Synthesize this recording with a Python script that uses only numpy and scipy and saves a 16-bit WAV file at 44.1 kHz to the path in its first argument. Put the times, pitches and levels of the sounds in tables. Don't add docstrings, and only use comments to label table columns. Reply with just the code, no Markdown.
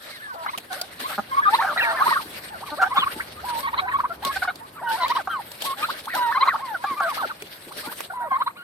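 import sys
import numpy as np
from scipy import signal
from scipy.fft import rfft, irfft, next_fast_len
from scipy.io import wavfile
from scipy.ndimage import uniform_filter1d, map_coordinates

SR = 44100
rng = np.random.default_rng(int(sys.argv[2]) if len(sys.argv) > 2 else 0)


def dump(signal):
    limited = np.clip(np.atleast_2d(signal).T, -1, 1)
    pcm = np.round(limited * 32767).astype(np.int16)
    wavfile.write(sys.argv[1], SR, pcm)


N = 380583

YELP_GLIDE = [0.96, .93, .94, 1.0, 1.12, 1.333]
CRY_GLIDE = [0.63, .94, 0.97, .92, .82, .74, .67, .5]
FAR_HZ = 1223


def amp(db):
    return 10 ** (np.asarray(db) / 20)


def unit(x):
    return x / np.sqrt(np.mean(x ** 2) + 1e-20)


def along(points, hz):
    f, v = np.transpose(points)
    return np.interp(np.log(hz + 1), np.log(f), v)


def wobble(rate, size):
    knots = rng.standard_normal(int(size * rate / SR) + 4)
    return map_coordinates(knots, [1 + np.arange(size) * rate / SR])


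def filtered(x, response):
    n = x.shape[-1]
    m = next_fast_len(n + 4096)
    return irfft(rfft(x, m) * response(np.fft.rfftfreq(m, 1 / SR)), m)[..., :n]


def coloured(x, spectrum):
    return unit(filtered(x, lambda hz: amp(along(spectrum, hz))))


def diffuse(pair, spectrum):
    # (frequency [Hz], side level [dB])
    width = [(120, -27), (700, 0), (3000, -0.5)]
    side = filtered(pair[1], lambda hz: amp(along(width, hz)))
    return coloured(pair[0] + np.array([side, -side]), spectrum)


def add(track, s, sound):
    part = track[:, max(round(s * SR), 0):][:, :sound.shape[-1]]
    part += sound[..., :part.shape[-1]]


def swell(n, place, bend):
    arc = np.interp(np.linspace(0, 1, n), [0, place, 1], [0, .5, 1])
    return np.abs(np.sin(np.pi * arc)) ** bend


def near_birds(flock_db=-18):
    # (time [s], left ear's lead [ms])
    places = [(.55, -0.38), (1.04, 0.38), (1.4, 0.31), (1.87, -0.23), (2, .24), (2.15, 0.13), (2.95, -.15),
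              (3.75, -0.26), (4.45, 0.028), (5.1, -0.075), (5.7, 0.15), (6.85, -0.0097), (7.2, -0.18),
              (8.4, -0.13)]
    out = np.zeros((2, N))
    times, leads = np.transpose(places)
    for s, length, pitch, db, overtone_db in calls():
        add(out, s, note(length, pitch, db, overtone_db, np.interp(s, times, leads)))
        late, higher, lead_ms = rng.uniform(-1, 1, 3) * [.035, .6, .4]
        far_pitch = FAR_HZ * 2 ** higher * pitch / pitch.mean()
        add(out, s + late, note(length, far_pitch, flock_db + db, overtone_db, lead_ms))
    return out


def calls():
    # (time [s], length [s], pitch [Hz], level [dB], overtone level [dB])
    yelp_table = [(0.473, 0.029, 1054, -24.5, 3), (0.53, 0.026, 1050, -24, 1),
                  (1.035, 0.035, 1068, -24, -1), (1.524, 0.034, 944, -11.5, -1),
                  (1.582, 0.032, 954, -15.0, -1), (2, 0.032, 1107, -12.5, -12),
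                  (2.055, 0.03, 1010, -12, -6), (2.104, 0.029, 1028, -12.5, -15),
                  (2.154, 0.025, 1180, -15, -17), (2.903, 0.039, 1042, -20, -8),
                  (2.962, 0.032, 1128, -12.5, -2), (3.017, 0.027, 1104, -15.5, -4.0),
                  (3.059, 0.025, 1160, -16.0, -7.0), (3.667, 0.028, 987, -21, 0),
                  (3.728, 0.021, 1040, -19.5, -3.5), (3.772, 0.031, 1076, -16, 4),
                  (3.985, 0.025, 1072, -14.5, -14), (4.033, 0.029, 1037, -16.5, -18),
                  (5.097, 0.03, 1016, -13.5, -2.5), (5.15, 0.028, 1066, -15, 0),
                  (5.818, 0.04, 1276, -20, -0.5), (6.346, 0.04, 1073, -11.5, -6.5),
                  (6.403, 0.04, 1068, -11.5, -2), (6.47, 0.026, 1087, -11.5, -4.5),
                  (8.4, 0.027, 1050, -14, -8), (8.461, 0.023, 1055, -16.5, -4)]
    # (time [s], length [s], pitch [Hz], level [dB], overtone level [dB])
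    honk_table = [(0.702, .046, 750, -27.5, -2.5), (1.642, 0.018, 775, -17, -5),
                  (4.094, 0.037, 689, -29, -2), (4.358, 0.019, 772, -25, 6.5),
                  (4.419, 0.021, 750, -22, 5.5), (4.474, 0.0272, 735, -20, 3.5),
                  (8.098, 0.018, 738, -32, -5)]
    # (time [s], length [s], pitch [Hz], level [dB], overtone level [dB])
    whine_table = [(0.34, 0.13, 985, -34.5, -14), (0.336, 0.11, 663, -38.5, -5),
                   (0.754, 0.095, 717, -37, -6), (1.312, 0.047, 1027, -20.5, -6),
                   (1.365, 0.043, 1064, -14.5, -10), (1.45, 0.048, 1174, -11, -14),
                   (1.61, 0.041, 758, -25.5, -1.5), (1.801, 0.13, 918, -26, 7), (1.82, 0.15, 671, -30, -3),
                   (1.92, 0.097, 1040, -28, -0.5), (2.773, 0.11, 756, -24.5, -2.5),
                   (2.811, 0.037, 1325, -15.5, -4), (2.943, 0.031, 771, -27, -6),
                   (3.429, 0.18, 954, -25.5, -19), (3.625, 0.048, 1058, -24, 2),
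                   (3.812, 0.055, 724, -23, -9.5), (3.86, 0.059, 977, -23, -9),
                   (3.93, 0.043, 1065, -17.5, -5), (4.222, 0.097, 1092, -23.5, -6),
                   (4.298, 0.059, 1640, -30.5, -20), (4.813, .16, 920, -23.5, -10.5),
                   (4.859, 0.064, 1453, -25, -2), (5, 0.068, 995, -15.5, -1.5),
                   (5.635, 0.11, 1089, -27, -10), (6.138, .19, 964, -18.5, -4.5),
                   (7.014, 0.082, 668, -26, -4), (8.117, 0.17, 972, -26, -11),
                   (8.305, 0.07, 1040, -15, -12), (8.552, 0.084, 1417, -38, 4.5)]
    # (time [s], length [s], pitch [Hz], glide depth [1 = usual], level [dB], overtone level [dB])
    cry_table = [(0.099, 0.12, 2200, 0.8, -42, 6), (0.201, 0.14, 1760, 0.4, -34.5, -11),
                 (0.268, 0.1, 1205, 1.06, -35.5, -19), (1.418, 0.051, 1748, 0.42, -18, -15),
                 (1.656, 0.083, 1620, 1, -23, -20), (1.768, 0.06, 2010, 0.7, -16.5, -8),
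                 (1.8, 0.059, 2800, 0.65, -21.5, -24), (1.819, 0.12, 1750, 0.71, -24, -12),
                 (1.954, 0.099, 1830, 0.95, -24, -5), (2.083, 0.13, 2010, 1.31, -24, -14),
                 (2.655, .06, 1250, 1.1, -35, 0), (2.955, 0.093, 3680, 0.72, -24, -24),
                 (3.912, 0.024, 1933, .5, -25, -11), (4.497, 0.0157, 1620, 0.83, -22.5, -8),
                 (4.972, 0.072, 750, 0.33, -27.5, -5.5), (5.161, 0.056, 997, 0.94, -25, -3.5),
                 (5.275, .14, 1400, 0.95, -26, -16), (5.291, 0.082, 1606, 0.21, -31, 8),
                 (6.087, 0.12, 2053, 1.55, -28, -22), (6.199, 0.077, 1583, 0.41, -31, -14),
                 (6.326, 0.04, 1860, 0.79, -25.5, -18), (6.465, 0.1, 2140, 1.78, -22.5, -21),
                 (6.595, 0.17, 1096, 0.79, -28.5, -9), (6.74, 0.029, 1547, 0.36, -22, -26),
                 (6.849, 0.11, 1187, 0.33, -24, -7), (6.959, 0.092, 1210, 0.32, -26, -9),
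                 (7.004, 0.13, 1606, 1, -23.5, -11), (7.167, 0.1, 1393, 2.13, -24.5, -23),
                 (7.225, 0.031, 1525, 0.34, -19.5, -18), (7.294, 0.03, 1540, 0.8, -25.5, -10),
                 (8.195, 0.097, 750, 0.61, -33, -2.5)]
    # (time [s], length [s], pitch [Hz], level [dB])
    pip_table = [(0.461, 0.0094, 1354, -19.5), (1.612, .016, 1353, -18.5), (2.079, 0.021, 1150, -19),
                 (2.606, 0.04, 864, -31), (3.196, 0.016, 1584, -19.5), (3.871, 0.023, 1750, -24.5),
                 (4.442, 0.017, 1200, -24), (5.884, 0.027, 1148, -21), (6.067, 0.02, 1030, -24.5),
                 (6.307, 0.024, 1262, -20.5), (6.531, 0.034, 960, -20), (7.704, 0.025, 1047, -35.5),
                 (7.908, 0.029, 1090, -33.5)]
    honk_glide = np.array([1.037, .98, .99, 1.08])
    pip_glide = np.array([.7, 0.85, 1.1, 1.5])
    yelp_glide, cry_glide = np.array(YELP_GLIDE), np.array(CRY_GLIDE)
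    usual_yelp_s = 0.0288
    pip_overtone_db = -19

    yelps = [(s, length, hz * yelp_glide ** (usual_yelp_s / length), db, over)
             for s, length, hz, db, over in yelp_table]
    honks = [(s, length, hz * honk_glide, db, over) for s, length, hz, db, over in honk_table]
    whines = [(s, length, hz * whine_glide(length), db, over) for s, length, hz, db, over in whine_table]
    cries = [(s, length, hz * cry_glide ** depth, db, over) for s, length, hz, depth, db, over in cry_table]
    pips = [(s, length, hz * pip_glide, db, pip_overtone_db) for s, length, hz, db in pip_table]
    return [*yelps, *honks, *whines, *cries, *pips]


def whine_glide(length):
    sag, flick, scoop_depth = 0.1206, 0.347, .35
    flick_s, scoop_s, long_whine_s = 0.0083, .024, .083
    t = np.linspace(0, length, 60)
    scoop = scoop_depth * (length > long_whine_s) * np.clip(1 - (t / scoop_s) ** 2, 0, 1)
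    return 1 - scoop + sag * (.5 - t / length) + flick * np.exp((t - length) / flick_s)


def note(length, pitch, db, overtone_db, lead_ms, rasp_db=-25.5, fall_db=4.5, drive=0.31, hiss_db=-26,
         flutter_db=3):
    # (frequency [Hz], gain [dB])
    throat = [(1550, -2), (2000, -15.5), (2400, -16), (2700, -21.5), (3100, -18.5), (3500, -20), (4000, -5),
              (4700, -37.5)]
    # (frequency [Hz], relative level [dB per Hz])
    hiss = [(400, -31), (1000, 15), (1700, 16), (2700, -15), (4100, -6), (5500, -34)]
    jitter, shimmer_db = .01, 1.5
    full_voice_db = -19.5
    rough_from_hz = 1250
    swell_lean = 0.41

    n = round(length * SR)
    glide = map_coordinates(pitch, [np.linspace(0, len(pitch) - 1, n)], mode="nearest")
    hz = glide * (1 + jitter * wobble(350, n))
    ear_shift = hz * np.array([[.5], [-.5]]) * lead_ms / 1000
    phase = 2 * np.pi * (np.cumsum(hz) / SR + ear_shift)
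    tone = np.sin(phase)

    slip = .14 * wobble(700, n)
    step_db = fall_db + drive * max(full_voice_db - db - overtone_db, 0)
    for k in range(2, 7):
        level_db = overtone_db + along(throat, k * hz) - step_db * (k - 2.5) + flutter_db * wobble(47.5, n)
        tone += amp(level_db) * np.sin(k * (phase + slip))

    strain = 1 + np.minimum(10 * np.abs(np.log(np.abs(hz) / np.median(glide))), 2)
    strain *= np.maximum(glide / rough_from_hz, 1)
    tone *= 1 + amp(rasp_db) * strain * wobble(1200, n)
    tone += amp(rasp_db) * strain * wobble(1200, n) * np.cos(phase)
    tone += amp(hiss_db) * diffuse(rng.standard_normal((2, n)), hiss)

    place = np.clip(.53 + swell_lean * np.log(pitch[-1] / pitch[0]), .2, .75)
    envelope = swell(n, place, min(1, np.sqrt(.025 / length)))
    return tone * envelope * amp(db + shimmer_db * wobble(200, n))


def clucks():
    # (time [s], length [s], pulse rate [Hz], level [dB], roughness [0-1])
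    cluck_table = [(0.461, 0.0044, 410, -26, 0.9), (1.088, 0.058, 411, -35, 0.83),
                   (1.177, 0.023, 204, -23, 0.09), (1.605, 0.13, 272.6, -31.5, 0.87),
                   (1.963, 0.11, 300.5, -31.5, 0.7), (1.61, 0.018, 383, -26, 0.8),
                   (1.759, 0.026, 694, -26, 0.54), (1.676, 0.068, 597, -31.5, 0.26),
                   (2.713, 0.039, 297.4, -32, 0.01), (2.811, 0.035, 224.4, -21, 1),
                   (2.955, 0.035, 184.5, -24.5, 1.01), (1.831, 0.12, 301, -34, .8),
                   (5.272, 0.0083, 387, -23, 0.5), (6.447, 0.041, 331, -27.5, 1.06),
                   (6.838, 0.012, 813, -21.5, 0.44), (7, 0.011, 400, -19.5, 0.73),
                   (8.315, 0.0067, 783, -26, 0.07)]
    out = np.zeros((2, N))
    for s, length, hz, db, rough in cluck_table:
        n = round(length * SR)
        cycle = np.arange(n) * hz / SR + .5
        pulses = unit(np.diff(np.floor(cycle), prepend=0))
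        air = unit(rng.standard_normal(n) * (1 - cycle % 1) ** 2)
        share = np.clip(rough, 0, 1)
        source = (np.sqrt(1 - share) * pulses + np.sqrt(share) * air) * swell(n, 0.46, 0.62)
        ringing_on = np.pad(source, (0, SR // 20))
        voice = filtered(ringing_on, lambda f: cluck_throat(f) * f ** 2 / (f ** 2 + (1500 * share) ** 2 + 1))
        add(out, s, amp(db) * voice / np.std(voice[:n]))
    return out


def cluck_throat(f):
    # (centre [Hz], width [Hz], relative level [dB])
    modes = [(209, 61, 13), (755, 131, 16), (1327, 114, 17), (1696, 40, 8), (3360, 81, -31)]
    return sum((-1) ** k * amp(db) * 1j * f * w / (c * c - f * f + 1j * f * w)
               for k, (c, w, db) in enumerate(modes))


def far_birds(overtone_db=-6):
    calls_per_s, level_db, length_s = 4.8, -38, 0.056
    out, glides = np.zeros((2, N)), [YELP_GLIDE, CRY_GLIDE]
    draws = rng.random((round(calls_per_s * N / SR), 4))
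    for k, (when, longer, higher, side) in enumerate(draws):
        pitch = FAR_HZ * 2 ** (higher - .5) * np.array(glides[k % len(glides)])
        call = note(length_s * (.5 + longer), pitch, level_db, overtone_db, side - .5)
        add(out, when * N / SR, call)
    return out


def scatter(x, t60=0.057):
    t = np.arange(SR // 4) / SR
    tail = rng.standard_normal((2, len(t))) * amp(-60 * t / t60) * (t > .003)
    return signal.fftconvolve(x, tail / np.linalg.norm(tail[0]), axes=1)[:, :N]


def straw(hiss_db=6, scrape_db=2.5, grain_db=3, clump_db=2.5, scrape_clump_db=2, crackle=0.13,
          patchy_db=3.0, stalk_db=-11):
    # (frequency [Hz], relative level [dB per Hz])
    rub_colour = [(120, -12), (300, 8), (420, 2.5), (580, 13.5), (900, 1), (1600, 12), (2500, 5.5),
                  (4300, 8), (6800, -8.5), (8700, 6.5), (10000, 1), (12500, 10), (15500, -13.5)]
    # (frequency [Hz], scrape share [0-1])
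    scrape_share = [(6000, 0.91), (8000, 0.19)]
    moments = rng.random((2, N)) < 800 / SR
    sizes = rng.standard_normal((2, N)) * amp(grain_db * rng.standard_normal((2, N)))
    cracks = unit(moments * sizes)
    rub = patchy(diffuse(crackle * cracks + rng.standard_normal((2, N)) / 2, rub_colour), patchy_db)
    rub[1] = filtered(rub[1], lambda hz: amp(along([(9500, -0.63), (12500, -9.5)], hz)))
    low = filtered(rub, lambda hz: along(scrape_share, hz))
    scrape = low + amp(stalk_db) * stalks()
    fine, coarse = effort()
    hiss_layer = amp(hiss_db) * fine * (rub - low)
    scrape_layer = amp(scrape_db + scrape_clump_db * wobble(40, N)) * coarse * scrape
    return (hiss_layer + scrape_layer) * amp(clump_db * wobble(55, N))


def patchy(x, depth_db):
    z = signal.stft(x, nperseg=256)[2]
    field = uniform_filter1d(rng.standard_normal(z.shape[1:]), size=6, axis=0)
    field = uniform_filter1d(field, size=14, axis=1)
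    return unit(signal.istft(z * amp(depth_db * unit(field)), nperseg=256)[1][:, :N])


def stalks(per_s=420, ring_hz=3200, spread=.45, t60=.007, size_db=2.5):
    out, t = np.zeros((2, N)), np.arange(SR // 60) / SR
    for when, higher, size, side in rng.random((round(per_s * N / SR), 4)):
        hz = ring_hz * np.exp(spread * (2 * higher - 1))
        left_shift = side * np.array([[np.pi], [0]])
        ring = np.sin(2 * np.pi * hz * t + left_shift) * amp(-60 * t / t60)
        add(out, when * N / SR, ring * amp(-size_db * np.log(size + .02)))
    return unit(out)


def effort(shuffle_db=2, scuff_db=1.0):
    # (time [s], length [s], relative fine hiss level [dB], relative coarse scrape level [dB])
    scuffs = [(0.033, 0.13, -61, -44.5), (0.716, 0.05, -46.5, -38), (0.997, 0.015, -41, -32.5),
              (1.057, 0.096, -46.5, -40), (1.503, 0.078, -48, -33), (2.043, 0.077, -40.5, -34),
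              (2.261, 0.14, -47, -43), (2.945, 0.28, -47.5, -42), (3.454, 0.15, -45, -40),
              (4.226, 0.2, -47, -37.5), (4.893, 0.069, -45, -36), (5.012, 0.16, -63, -36),
              (5.61, 0.071, -37.5, -32), (5.777, 0.18, -50, -36), (6.139, 0.049, -40.5, -34),
              (7.091, 0.081, -46, -36), (7.772, 0.11, -44, -37.5), (7.91, 0.13, -45.5, -42)]
    # (time [s], relative fine hiss level [dB], relative coarse scrape level [dB])
    shuffle = [(0.0, -56, -49.5), (1.3, -57.5, -48.5), (1.97, -48, -41), (2.79, -54, -46.5),
               (3.05, -54.5, -46), (4.85, -58, -57), (5.86, -50, -45.5), (6.47, -55.5, -47),
               (7.91, -52, -46.5), (8.12, -54.5, -66), (8.63, -59, -62)]
    attack_s, release_s = 0.019, 0.04
    t = np.arange(N) / SR
    times, *levels = np.transpose(shuffle)
    power = amp([shuffle_db + np.interp(t, times, level) for level in levels]) ** 2
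    for s, length, *db in scuffs:
        rise = np.clip((t - s) / attack_s + .5, 0, 1)
        shape = rise * np.exp(-np.maximum(t - s - length, 0) / release_s)
        power = power + np.outer(amp(scuff_db + np.array(db)), shape) ** 2
    return np.sqrt(power)


def knocks(thud_db=-5, thud_t60=0.11, peck_db=-3, peck_t60=0.023, peck_rise_s=0.0018, ring_db=11,
           ring_width_hz=260):
    # (time [s], relative level [dB])
    thuds = [(0.574, -38), (2.077, -32), (2.253, -32.5), (2.981, -30), (3.156, -31), (4.255, -29.5),
             (6.904, -28.5), (7.417, -33), (7.667, -33.5), (7.766, -33), (7.868, -28)]
    # (time [s], relative level [dB], ring [Hz])
    pecks = [(0.5758, -15.5, 3120), (0.5822, -15.5, 2500), (0.728, -17, 3800), (0.8133, -9.5, 4600),
             (1.001, -19, 2700), (4.249, -8, 3660), (4.556, -23.5, 4380), (5.0805, -18, 3150),
             (5.516, -20.5, 4600), (5.6208, -10.5, 3300), (6.0552, -22, 3520), (6.1502, -14.5, 4000),
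             (7.421, -19, 2470), (8.0045, -13, 1400)]
    # (frequency [Hz], relative level [dB per Hz])
    peck_colour = [(150, -22), (560, 15.5), (1600, 2.5), (3300, 6.5), (4800, 3), (12500, 4.5), (15500, -2)]
    thud_colour = [(70, -18), (200, 7.0), (420, 9.0), (1200, -41), (6000, -28)]
    out, t = np.zeros((2, N)), np.arange(SR // 8) / SR
    for s, db in thuds:
        push = coloured(rng.standard_normal(len(t)), thud_colour)
        add(out, s, amp(db + thud_db) * push * amp(-60 * np.abs(t - .009) / thud_t60))
    for s, db, hz in pecks:
        tick = amp(db + peck_db - 60 * t / peck_t60) * (1 - np.exp(-t / peck_rise_s))
        crack = diffuse(rng.standard_normal((2, len(t))), peck_colour)
        ringing = filtered(crack, lambda f: 1 + amp(ring_db) / (1 + 1j * (f - hz) / ring_width_hz))
        add(out, s, tick * unit(ringing))
    return out


def outdoors(drone_db=-3):
    # (time [s], level [dB])
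    breeze = [(0, -55), (1.4, -46.5), (4.3, -45), (4.7, -47.5), (8.6, -51.5)]
    # (frequency [Hz], relative level [dB per Hz])
    air_colour = [(20, -55), (72, -6), (200, -5.5), (1000, -10.5), (15000, -51)]
    # (time [s], relative level [dB])
    drone = [(0.9, -76), (3, -55.5), (4.47, -54), (4.54, -75)]
    # (frequency [Hz], relative level [dB per Hz])
    drone_colour = [(45, -21), (72, 4), (105, -19), (250, -57)]

    def layer(levels, spectrum):
        gain = amp(np.interp(np.arange(N) / SR, *np.transpose(levels)))
        return gain * diffuse(rng.standard_normal((2, N)), spectrum)

    return layer(breeze, air_colour) + amp(drone_db) * layer(drone, drone_colour)


def scene():
    ground = straw() + knocks() + outdoors()
    birds = clucks() + near_birds() + far_birds()
    return birds + amp(-8) * scatter(birds) + ground


def record(dry):
    top_hz = 15800
    return filtered(dry, lambda hz: hz < top_hz)


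dry = scene()
out = record(dry)
dump(out)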